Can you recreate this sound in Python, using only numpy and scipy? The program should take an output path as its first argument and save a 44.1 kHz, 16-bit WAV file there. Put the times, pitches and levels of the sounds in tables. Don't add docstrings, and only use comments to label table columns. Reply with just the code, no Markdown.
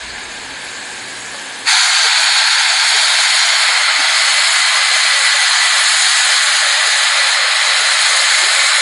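import sys
import numpy as np
from scipy import signal
from scipy.fft import rfft, irfft, next_fast_len
from scipy.io import wavfile
from scipy.ndimage import uniform_filter1d, minimum_filter1d

SR = 44100
rng = np.random.default_rng(int(sys.argv[2]) if len(sys.argv) > 2 else 0)


def wav_out(sig):
    wavfile.write(sys.argv[1], SR, np.round(np.clip(np.atleast_2d(sig).T, -1, 1) * 32767).astype(np.int16))


N = 388521
STEP = 64


def from_db(db):
    return 10 ** (np.asarray(db) / 20)


def rms_one(x):
    return x / np.sqrt(np.mean(x ** 2) + 1e-20)


def clock():
    return np.arange(N // STEP + 2) * STEP / SR


def in_time(rows):
    s, *columns = np.transpose(rows)
    return [np.interp(clock(), s, column) for column in columns]


def full_rate(slow, size=N):
    return np.interp(np.arange(size) / STEP, np.arange(len(slow)), slow)


def ramp(start_s, length_s):
    return np.clip((clock() - start_s) / length_s, 0, 1)


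def drift(rate_hz, count):
    r = np.exp(-2 * np.pi * rate_hz * STEP / SR)
    white = rng.standard_normal((count, N // STEP + 1002))
    slow = signal.lfilter([1], [1, -2 * r, r * r], white)[:, 1000:]
    return slow / slow.std(axis=1, keepdims=True)


def at_hz(points, hz):
    point_hz, level_db = np.transpose(points)
    return np.interp(np.log(hz), np.log(point_hz), level_db)


def resonance(x, hz, width_hz):
    r = np.exp(-np.pi * width_hz / SR)
    poles = [1, -2 * r * np.cos(2 * np.pi * hz / SR), r * r]
    return signal.lfilter([(1 - r * r) / 2, 0, (r * r - 1) / 2], poles, x)


def whistle(hz, width_hz):
    once = resonance(rng.standard_normal(N), hz, width_hz)
    return rms_one(resonance(once, hz, width_hz))


def low_cut(x, hz):
    return signal.sosfilt(signal.butter(4, hz, "high", fs=SR, output="sos"), x)


def bands(low_hz, count, size):
    edges = low_hz * 2 ** (np.arange(count + 1) / 8)
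    white = rng.standard_normal((3, size))
    noises = []
    for k in range(count):
        band_pass = signal.butter(2, edges[k:k + 2], "band", fs=SR, output="sos")
        noises.append(signal.sosfilt(band_pass, white[k % 3]))
    return np.sqrt(edges[:-1] * edges[1:]), noises


def patches(hz, slow_weight, fast_weight):
    shared = uniform_filter1d(drift(0.23, count=len(hz)), size=3, axis=0)
    wobble = slow_weight * shared + fast_weight * drift(19.5, count=len(hz))
    return wobble * np.sqrt(hz[:, None] / 6000)


def simmer():
    # (frequency [Hz], relative level [dB])
    simmer_colour = [(100, -11), (160, -15), (200, -6.5), (300, -6), (850, -7), (1250, -6.5), (2300, -3),
                     (2800, -8), (3300, -5), (4200, -3), (5000, -10), (5750, -11), (6600, -10.5),
                     (8000, -12.5), (8900, -13.5), (10000, -12.5), (11000, -28.5)]
    # (frequency [Hz], width [Hz], level [dB])
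    simmer_tones = [(124, 9, -55), (275.3, 8.2, -56.5), (835, 360, -39.5), (1630, 300, -34.5),
                    (1750, 81, -43.5)]
    hiss_db, end_s, fade_db_per_s = -28, 1.66, 900
    dip_hz, dip_width_hz, dip_depth = 9000, 300, 0.55
    size = 2 * SR

    hz, noises = bands(90.1, count=56, size=size)
    gains = from_db(at_hz(simmer_colour, hz)[:, None] + patches(hz, slow_weight=-2.0, fast_weight=2.0))
    hiss = rms_one(sum(full_rate(gain, size=size) * noise for gain, noise in zip(gains, noises)))
    hiss = hiss - dip_depth * resonance(hiss, dip_hz, dip_width_hz)
    hiss = np.pad(low_cut(hiss, 102.0), (0, N - size))

    tones = sum(from_db(db) * whistle(hz, width_hz) for hz, width_hz, db in simmer_tones)
    fade_db = -fade_db_per_s * np.clip(clock() - end_s, 0, .2)
    return full_rate(from_db(hiss_db + fade_db)) * hiss + full_rate(from_db(fade_db)) * tones


def rumble():
    # (time [s], level [dB] ahead of the mix and a small chance wobble)
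    rumble_lumps = [(0, -44.5), (.52, -47), (.59, -62), (.68, -50), (.81, -54), (.865, -74), (.93, -49),
                    (1.01, -52), (1.065, -74), (1.13, -56), (1.22, -58), (1.26, -70), (1.31, -58),
                    (1.4, -78), (1.65, -76), (1.7, -120)]
    low_band = signal.butter(2, [22, 95], "band", fs=SR, output="sos")
    low = rms_one(signal.sosfilt(low_band, rng.standard_normal(N)))
    hum = whistle(hz=59, width_hz=9.3)
    lumps_db = in_time(rumble_lumps)[0] + 1.5 * drift(4.5, count=1)[0]
    return full_rate(from_db(lumps_db)) * (0.69 * low + 0.63 * hum)


def thud():
    # (time [s], strength [dB])
    blows = [(1.345, -28), (1.376, -31)]
    # (frequency [Hz], level against the blow [dB], time to fall 60 dB [s])
    thud_modes = [(562, -1, 0.1), (855, -1, 0.066), (1150, 2, .04)]
    clicks = np.full(N, 1e-18)
    for s, db in blows:
        clicks[round(s * SR)] = from_db(db)
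    out = np.zeros(N)
    for hz, db, t60 in thud_modes:
        r, w = from_db(-60 / (t60 * SR)), 2 * np.pi * hz / SR
        out += signal.lfilter([0, from_db(db) * np.sin(w)], [1, -2 * r * np.cos(w), r * r], clicks)
    return low_cut(out, 250.0)


def jet_levels():
    # (time [s], level [dB])
    sizzle_course = [(1.75, -0.5), (2.1, -2), (2.7, -3.5), (3.0, -0.5), (3.6, -3), (3.9, -6), (4.2, -2.5),
                     (4.5, -1.5), (4.8, -4), (5.1, -2.5), (5.6, -3), (6.0, 0.5), (6.3, -0.5), (6.6, -2.5),
                     (6.9, -3), (7.5, -5.5), (8.1, -2), (8.4, -2), (8.8, -3)]
    lift_s, lift_rise_s, treble_rise_s = 1.642, 0.037, 0.058
    steady_db, pop_height_db, pop_fade_s = -16.5, 3.5, 0.056
    hiss_offset_db, hiss_follows, hiss_sag_db_per_s = 1.59, 0.43, 0.16

    pop_db = pop_height_db * np.exp(-np.maximum(clock() - lift_s - lift_rise_s, 0) / pop_fade_s)
    open_db = 40 * np.log10(ramp(lift_s, lift_rise_s) + 1e-5)
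    roar_db = steady_db + open_db + pop_db

    treble_open_db = 40 * np.log10(ramp(lift_s, treble_rise_s) + 1e-5)
    late_db = (treble_open_db - open_db - pop_db) / 2
    sizzle_db = in_time(sizzle_course)[0]
    hiss_db = hiss_offset_db + hiss_follows * sizzle_db - hiss_sag_db_per_s * (clock() - lift_s)
    return roar_db, hiss_db + late_db, sizzle_db + late_db


def jet_noise(settled, roar_db, hiss_db, sizzle_db):
    # (frequency [Hz], relative level per Hz [dB])
    fresh_colour = [(470, -20), (600, -15.5), (900, -7), (1150, -12.5), (1500, -5.5), (1850, -6.5),
                    (2300, -7.5), (2750, -11), (3200, 0), (3800, 1), (4600, 2.5), (5200, -9.5),
                    (5700, -5.5), (6500, -4.5), (8000, -10), (10000, -10), (11000, -19)]
    # (frequency [Hz], relative level per Hz [dB])
    settled_colour = [(470, -15), (550, -8), (680, -10), (850, -6.5), (1500, -2), (2300, -2.5), (2800, -10),
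                      (3200, -6), (3500, -7.5), (4100, -4.5), (5350, -11), (5900, -21.5), (6800, -16.5),
                      (8400, -19.5), (9700, -19), (11000, -30)]
    zone_edges_hz = 2800, 5600

    hz, noises = bands(413.0, count=39, size=N)
    fresh_db = np.outer(at_hz(fresh_colour, hz), 1 - settled)
    colour = from_db(fresh_db + np.outer(at_hz(settled_colour, hz), settled))
    flicker = from_db(patches(hz, slow_weight=-0.5, fast_weight=1.5))
    zone = np.searchsorted(zone_edges_hz, hz)
    out = np.zeros(N)
    for k, level_db in enumerate([roar_db, roar_db + hiss_db, roar_db + sizzle_db]):
        power = np.sum(colour[zone == k] ** 2 * hz[zone == k, None], axis=0) * .192 / SR
        zone_gain = from_db(level_db) / np.sqrt(power)
        for band in np.flatnonzero(zone == k):
            out += full_rate(colour[band] * flicker[band] * zone_gain) * noises[band]
    return out


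def gliding_whistle(hz, width_hz):
    r = np.exp(-np.pi * width_hz / SR)
    in_phase, quadrature = signal.lfilter([1], [1, -2 * r, r * r], rng.standard_normal((2, N)))
    phase = 2 * np.pi * np.cumsum(hz) / SR
    return rms_one(in_phase * np.cos(phase) + quadrature * np.sin(phase))


def jet_whistles(roar_db):
    # (width [Hz], centre at each of the times [Hz], level at each [dB] if the roar were at its peak)
    whistle_courses = [(150, (1600, 1630, 1720, 1713, 1770), (-22, -29, -23, -21.5, -22.5)),
                       (70, (1961, 2033, 1984, 1958, 1993), (-37, -20, -18, -21.5, -23)),
                       (140, (2174, 2163, 2077, 2080, 2093), (-24, -20.5, -26.5, -31.5, -22)),
                       (100, (2423, 2350, 2330, 2380, 2320), (-27.5, -41, -33, -32, -42)),
                       (420, (4378, 4260, 4160, 4093, 4130), (-17.5, -18, -20, -20.5, -19.5)),
                       (110, (1385, 1352, 1420, 1450, 1480), (-28.5, -26, -43, -48, -35)),
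                       (90, (905, 868, 1066, 1060, 1105), (-40, -38, -34, -43, -37))]
    whistle_times_s = 2.5, 3.9, 5.1, 6.3, 7.8
    wander = .012
    opened_db = roar_db - np.max(roar_db)
    out = np.zeros(N)
    for width_hz, course_hz, course_db in whistle_courses:
        level_db = np.interp(clock(), whistle_times_s, course_db) + opened_db
        level_db = level_db + 0.81 * drift(3.5, count=1)[0]
        centre_hz = np.interp(clock(), whistle_times_s, course_hz) * (1 + wander * drift(1.5, count=1)[0])
        out += full_rate(from_db(level_db)) * gliding_whistle(full_rate(centre_hz), width_hz)
    return out


def wavering_dips(x, settled):
    dips = [(972, 85, 0, 0.75), (1164, 90, 0.4, 0), (8540, 230, 0.6, 0.6), (9260, 250, 0.7, 0.6),
            (7430, 150, 0.1, 0.77), (6150, 290, 0.5, .15), (8030, 160, 0.7, 0.4), (10700, 200, 0.4, 0.3),
            (10800, 180, 0.2, 0.8)]
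    for hz, width_hz, fresh, late in dips:
        depth = fresh + (late - fresh) * settled + 0.38 * drift(8.6, count=1)[0]
        x = x - full_rate(np.clip(depth, 0, 1)) * resonance(x, hz, width_hz)
    return x


def wavering_edge(x):
    # (time [s], frequency [Hz])
    low_edge = [(1.7, 697), (2.0, 577), (2.5, 623), (3.2, 580), (4.2, 540), (5.6, 537), (5.9, 612),
                (6.3, 576), (6.6, 523), (7.0, 490), (8.8, 510)]
    fringe_edges_hz = 430, 480, 530, 580, 630, 680, 740
    swing_hz, scatter_spread_hz, soft_hz = 35.3, 47, 5

    size = next_fast_len(N)
    spectrum, hz = rfft(x, size), np.arange(size // 2 + 1) * SR / size
    above = [np.clip((hz - edge) / 30 + .5, 0, 1) ** 2 for edge in fringe_edges_hz]
    edge_hz = in_time(low_edge)[0] + swing_hz * drift(12.5, count=1)[0]
    scatter_hz = scatter_spread_hz * drift(7.5, count=len(above))
    out = irfft(spectrum * above[-1], size)[:N]
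    for k in range(len(above) - 1):
        part = irfft(spectrum * (above[k] - above[k + 1]), size)[:N]
        share = np.clip((fringe_edges_hz[k] - edge_hz + scatter_hz[k]) / soft_hz + 1, 0, 1)
        smooth_share = uniform_filter1d(uniform_filter1d(share, size=12), size=12)
        out += full_rate(smooth_share) * part
    return out


def jet():
    settled = ramp(start_s=2.94, length_s=1.35)
    roar_db, hiss_db, sizzle_db = jet_levels()
    steam = jet_noise(settled, roar_db, hiss_db, sizzle_db) + jet_whistles(roar_db)
    return wavering_edge(wavering_dips(steam, settled))


def low_tones():
    # (time a quarter of the way in [s], peak level [dB], frequency [Hz])
    low_tone_list = [(2.049, -28, 455), (2.945, -31, 433), (3.99, -31.5, 293), (6.87, -33, 453),
                     (7.807, -34, 429), (8.427, -31, 367), (8.459, -33, 413)]
    length_s = 0.0404
    out, t = np.zeros(N + SR), np.arange(round(length_s * SR)) / SR
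    swell = np.sin(np.pi * t / length_s) ** 2
    for s, db, hz in low_tone_list:
        start = round((s - length_s / 4) * SR)
        out[start:start + len(t)] += from_db(db) * swell * np.sin(2 * np.pi * hz * t)
    return out[:N]


def early_echoes(x):
    # (delay [s], level [dB])
    echo_list = [(.0029, -37), (.0081, -21), (.0107, -15)]
    return x + sum(from_db(db) * np.pad(x, (round(s * SR), 0))[:N] for s, db in echo_list)


def wandering_hollow(x):
    hollow_course = [(0, 5750, 1), (.4, 5800, .95), (.8, 5870, 0.82), (1.2, 6060, 0.74), (1.5, 5680, 0.91),
                     (1.9, 5620, 0.79), (2.5, 6000, .75), (3.2, 5800, .75), (3.45, 6150, 1),
                     (4.0, 5760, 0.83), (4.5, 5740, 1.2), (5.0, 5640, 0.73), (5.3, 5640, 0.86),
                     (6.2, 5720, 1.6), (6.8, 5600, 1.1), (7.2, 5630, 0.82), (7.7, 5700, 0.75),
                     (8.3, 5720, 0.88), (8.8, 5840, 1)]
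    width_hz, waver_hz = 360, 60
    centre_hz, depth = in_time(hollow_course)
    centre_hz = full_rate(centre_hz + waver_hz * drift(14.0, count=1)[0])
    depth = np.clip(depth + .15 * drift(9.0, count=1)[0], 0, 1)
    carrier = np.exp(2j * np.pi * np.cumsum(centre_hz) / SR)
    low_pass = signal.butter(4, width_hz / 2, fs=SR, output="sos")
    band = signal.sosfiltfilt(low_pass, x * carrier.conj())
    return x - full_rate(depth) * 2 * np.real(band * carrier)


def scene():
    steam = wandering_hollow(early_echoes(simmer() + jet()))
    return np.tile(steam + rumble() + thud() + low_tones(), (2, 1))


def steep(x, hz):
    return signal.sosfilt(signal.ellip(12, .5, 85, hz, "low", fs=SR, output="sos"), x)


def limiter(x):
    limit, smooth_samples = 1.03, 61
    gain = minimum_filter1d(limit / np.maximum(np.abs(x), limit), size=2 * smooth_samples)
    return x * uniform_filter1d(uniform_filter1d(gain, size=smooth_samples), size=smooth_samples)


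def record(dry):
    air_top_hz, cutoff_hz = 11130, 12100
    heard = np.clip(limiter(steep(dry[0], air_top_hz)), -1, 1)
    return np.tile(steep(heard, cutoff_hz), (2, 1))


dry = scene()
out = record(dry)
wav_out(out)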